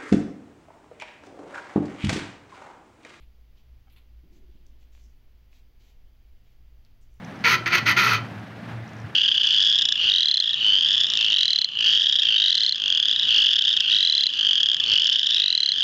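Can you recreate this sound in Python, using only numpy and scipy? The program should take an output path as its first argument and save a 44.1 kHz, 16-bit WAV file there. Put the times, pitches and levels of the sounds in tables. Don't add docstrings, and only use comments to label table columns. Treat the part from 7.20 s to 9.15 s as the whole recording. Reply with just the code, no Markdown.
import sys
import numpy as np
from scipy import signal
from scipy.fft import rfft, irfft
from scipy.io import wavfile

SR = 44100
rng = np.random.default_rng(int(sys.argv[2]) if len(sys.argv) > 2 else 0)


def bounce(signal):
    frames = np.transpose(np.atleast_2d(signal))
    limited = np.clip(frames, -1, 1)
    pcm = np.round(limited * 32767).astype(np.int16)
    wavfile.write(sys.argv[1], SR, pcm)


N = 85995
T = np.arange(N) / SR


def scrapes():
    # f/Hz, relative level/dB
    body_spectrum = [(100, -25.5), (420, -18.5), (600, -28), (780, -22.5), (1000, -7), (1140, -21.5),
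                     (1340, -4.5), (1620, -8.5), (2000, -5), (2540, -5), (2790, -10), (3050, -7.5),
                     (3700, -13.5), (4480, -9), (5200, -20.5), (6350, -18), (7100, -41.5), (8200, -53.5),
                     (11000, -52), (16000, -67)]
    # f/Hz, relative level/dB
    grit_spectrum = [(2000, -18), (4400, 3), (6300, 4), (8000, -25), (9200, -18), (10000, -5),
                     (11000, -13.5), (11900, -1), (12700, -7), (13600, -4), (16000, -16)]
    force, bite, groan, grit = scrape_envelopes()
    pulses, slip_tone = stick_slip()
    metal = metal_modes(force * friction(pulses))
    metal += amp(-22) * colour(force * friction(pulses), body_spectrum)
    metal += resonate(bite * friction(pulses), hz=2163, width_hz=720)
    metal += resonate(groan * friction(pulses), hz=1335, width_hz=177)
    metal += amp(-37) * colour(grit * micro_slips(per_s=7500, spread_db=4), grit_spectrum)
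    return metal + amp(-41) * np.sqrt(force) * slip_tone


def scrape_envelopes():
    # t/s, level/dB
    curves = [
        [(.24, -4), (.244, -9), (.246, -2), (.266, 0.5), (.274, 0.5), (.342, 0.5), (.357, -3.5), (.368, -20),
         (.40, -19)],
        [(.459, -5), (.482, -4), (.493, -16), (.516, -8)],
        [(.519, -9.5), (.527, -1.5), (.556, 2.5), (.568, -5.5), (.587, 1), (.604, -28), (.63, -34)],
        [(.652, -26), (.661, -4.5), (.678, 1.5), (.714, -0.5), (.728, -5), (.742, -32)],
        [(.764, -6), (.769, -0.5), (.786, 2), (.822, -1), (.865, -1), (.9, -2), (.948, -2), (.966, -10),
         (.99, -22)],
    ]
    bite_levels = [-16, -18, -16.5, -19.5, -22.5]
    groan_levels = [-26, -24, -20, -24, -21.5]
    bite_decay_s, groan_build_s, grit_build_s = .045, .068, .0079
    force, bite, groan, grit = np.zeros((4, N))
    for curve, bite_db, groan_db in zip(curves, bite_levels, groan_levels):
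        times, db = np.transpose(curve)
        level = amp(np.interp(T, times, db, left=-120, right=-120))
        age = np.maximum(T - times[0], 0)
        force += level
        bite += level * amp(bite_db) * np.exp(-age / bite_decay_s)
        groan += level * amp(groan_db) * (1 - np.exp(-age / groan_build_s))
        grit += level ** 1.8 * (1 - np.exp(-age / grit_build_s))
    return force, bite, groan, grit


def stick_slip():
    # t/s, f/Hz
    slip_rate = [(.24, 480.2), (.29, 447), (.35, 353.6), (.54, 349.1), (.6, 350), (.69, 319.2),
                 (.79, 350.4), (.825, 352.2), (.845, 413.6), (.9, 438.2), (.97, 419.6)]
    hz = np.interp(T, *np.transpose(slip_rate)) * (1 + .07 * wander(rate_hz=200))
    cycles = np.cumsum(hz) / SR
    pulses = np.diff(np.floor(cycles), prepend=0)
    return unit(pulses), unit(np.sin(2 * np.pi * cycles))


def micro_slips(per_s, spread_db):
    size = amp(spread_db * np.minimum(rng.exponential(1, N), 5))
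    sign = rng.choice([-1., 1.], N)
    occurs = rng.random(N) < per_s / SR
    return unit(size * sign * occurs)


def friction(pulses):
    return unit(micro_slips(per_s=7000, spread_db=2) + amp(-6) * (pulses - pulses.mean()))


def metal_modes(drive):
    # f/Hz, relative level/dB, T60/s
    modes = [(351, -32, .3), (1026.5, -18.5, 0.22), (1249, -12.5, 0.054), (1353, -6.5, 0.07),
             (1392, -8, 0.065), (1486, -13, 0.13), (1799, -13.5, 0.17), (1939, -9, 0.047),
             (1997, -7.5, 0.087), (2120, -20, 0.12), (2290, -28, 0.15), (2475, -8.5, 0.063),
             (2570, -13.5, 0.14), (2960, -18, 0.096), (3113, -12.5, 0.39), (6320, -28, .03)]
    ringing = np.zeros(N)
    for hz, db, t60 in modes:
        decay = np.exp(-np.log(1000) * T / t60)
        response = decay * np.sin(2 * np.pi * (hz * T + rng.random()))
        ringing += amp(db - 22.5) * convolve(drive, response)
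    return ringing


def flaw_ticks():
    # t/s, drive level/dB
    flaws = [(.048, -31), (.111, -43), (0.158, -41), (.173, -51), (.191, -38), (.206, -37), (1.085, -43),
             (1.196, -39), (1.678, -39), (1.692, -38), (1.734, -38), (1.766, -38), (1.786, -37),
             (1.800, -35), (1.817, -34.5), (1.883, -45)]
    return impacts(flaws, hz=5700, width_hz=1200, decay_s=.0025)


def grain_pings():
    # t/s, drive level/dB
    grains = [(.278, -22), (.33, -17), (.696, -14), (.713, -10.5), (.8405, -9.5), (.8475, -14), (.872, -15),
              (.908, -14), (.935, -11.5)]
    return impacts(grains, hz=11830, width_hz=1500, decay_s=.0007)


def impacts(events, hz, width_hz, decay_s):
    envelope = sum(amp(db) * (T >= start) * np.exp(-abs(T - start) / decay_s) for start, db in events)
    return resonate(envelope * rng.uniform(-.33, .38, N), hz, width_hz)


def hub_drone():
    # t/s, level/dB
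    drone_levels = [(0, -43), (.22, -50.5), (.27, -39), (.42, -43), (.56, -43), (.63, -37), (.72, -34.5),
                    (.82, -45.5), (.86, -33.5), (.95, -32), (1.1, -44.5), (1.21, -37.5), (1.26, -51.5),
                    (1.46, -46), (1.5, -38), (1.62, -36.5), (1.68, -51.5), (1.85, -35), (1.89, -52)]
    hz = 113.5 * (1 + .052 * wander(rate_hz=22.8))
    cycles = np.cumsum(hz) / SR
    db = np.interp(T, *np.transpose(drone_levels)) + 2.5 * wander(rate_hz=54)
    return amp(db) * unit(np.sin(2 * np.pi * cycles))


def rolling_noise():
    # t/s, level/dB
    rolling_levels = [(0, -39.5), (.2, -38.5), (.6, -35.5), (1.05, -37), (1.3, -40), (1.52, -37.5),
                      (1.72, -40.5), (1.84, -38.5), (1.95, -40.5)]
    # f/Hz, relative level/dB
    rolling_spectrum = [(25, -26), (50, -24), (100, -4.5), (200, 0), (420, -15), (700, -11.5), (1000, -17),
                        (1650, -15), (2600, -23), (4000, -30.5), (6000, -39.5), (7500, -45.5), (16000, -54)]
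    db = np.interp(T, *np.transpose(rolling_levels)) + wander(rate_hz=39)
    return amp(db) * colour(rng.standard_normal(N), rolling_spectrum)


def reverberation(x):
    # f/Hz, T60/s
    decay_times = [(200, 0.61), (1500, 0.29), (5000, 0.26), (14000, 0.17)]
    reflections = rng.standard_normal(SR) * (T[:SR] > .006)
    hz, t, spectra = signal.stft(reflections, SR, nperseg=256)
    decay = np.exp(-np.log(1000) * t / at_frequency(decay_times, hz)[:, None])
    _, tail = signal.istft(spectra * decay, SR, nperseg=256)
    return convolve(x, tail)


def resonate(x, hz, width_hz):
    return convolve(x, T * np.exp(-np.pi * width_hz * T) * np.sin(2 * np.pi * hz * T))


def colour(x, spectrum, size=4096):
    hz = abs(np.fft.fftfreq(size, 1 / SR))
    log_gain = np.log(amp(at_frequency(spectrum, hz)))
    transfer = np.exp(np.conj(signal.hilbert(log_gain)))
    return convolve(x, np.fft.ifft(transfer).real[:size // 2])


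def convolve(x, response):
    return signal.fftconvolve(x, response / np.linalg.norm(response))[:N]


def wander(rate_hz):
    low_pass = np.exp(-(np.fft.rfftfreq(N, 1 / SR) / rate_hz) ** 2)
    return unit(irfft(rfft(rng.standard_normal(N)) * low_pass, N))


def at_frequency(points, hz):
    f, value = np.transpose(points)
    return np.interp(np.log(hz + 1), np.log(f), value)


def amp(db):
    return 10 ** (np.asarray(db) / 20)


def unit(x):
    return x / np.sqrt(np.mean(x ** 2) + 1e-20)


def scene():
    contact = scrapes() + flaw_ticks() + grain_pings()
    return (contact + amp(-12) * reverberation(contact) + hub_drone() + rolling_noise())[None]


def record(dry):
    low_cut_hz, high_cut_hz = 68, 15900
    high_pass = signal.butter(4, low_cut_hz, "high", fs=SR, output="sos")
    low_pass = signal.firwin(511, high_cut_hz, window=("kaiser", 9), fs=SR)
    return signal.oaconvolve(signal.sosfilt(high_pass, dry), low_pass[None], "same")


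dry = scene()
out = record(dry)
bounce(out)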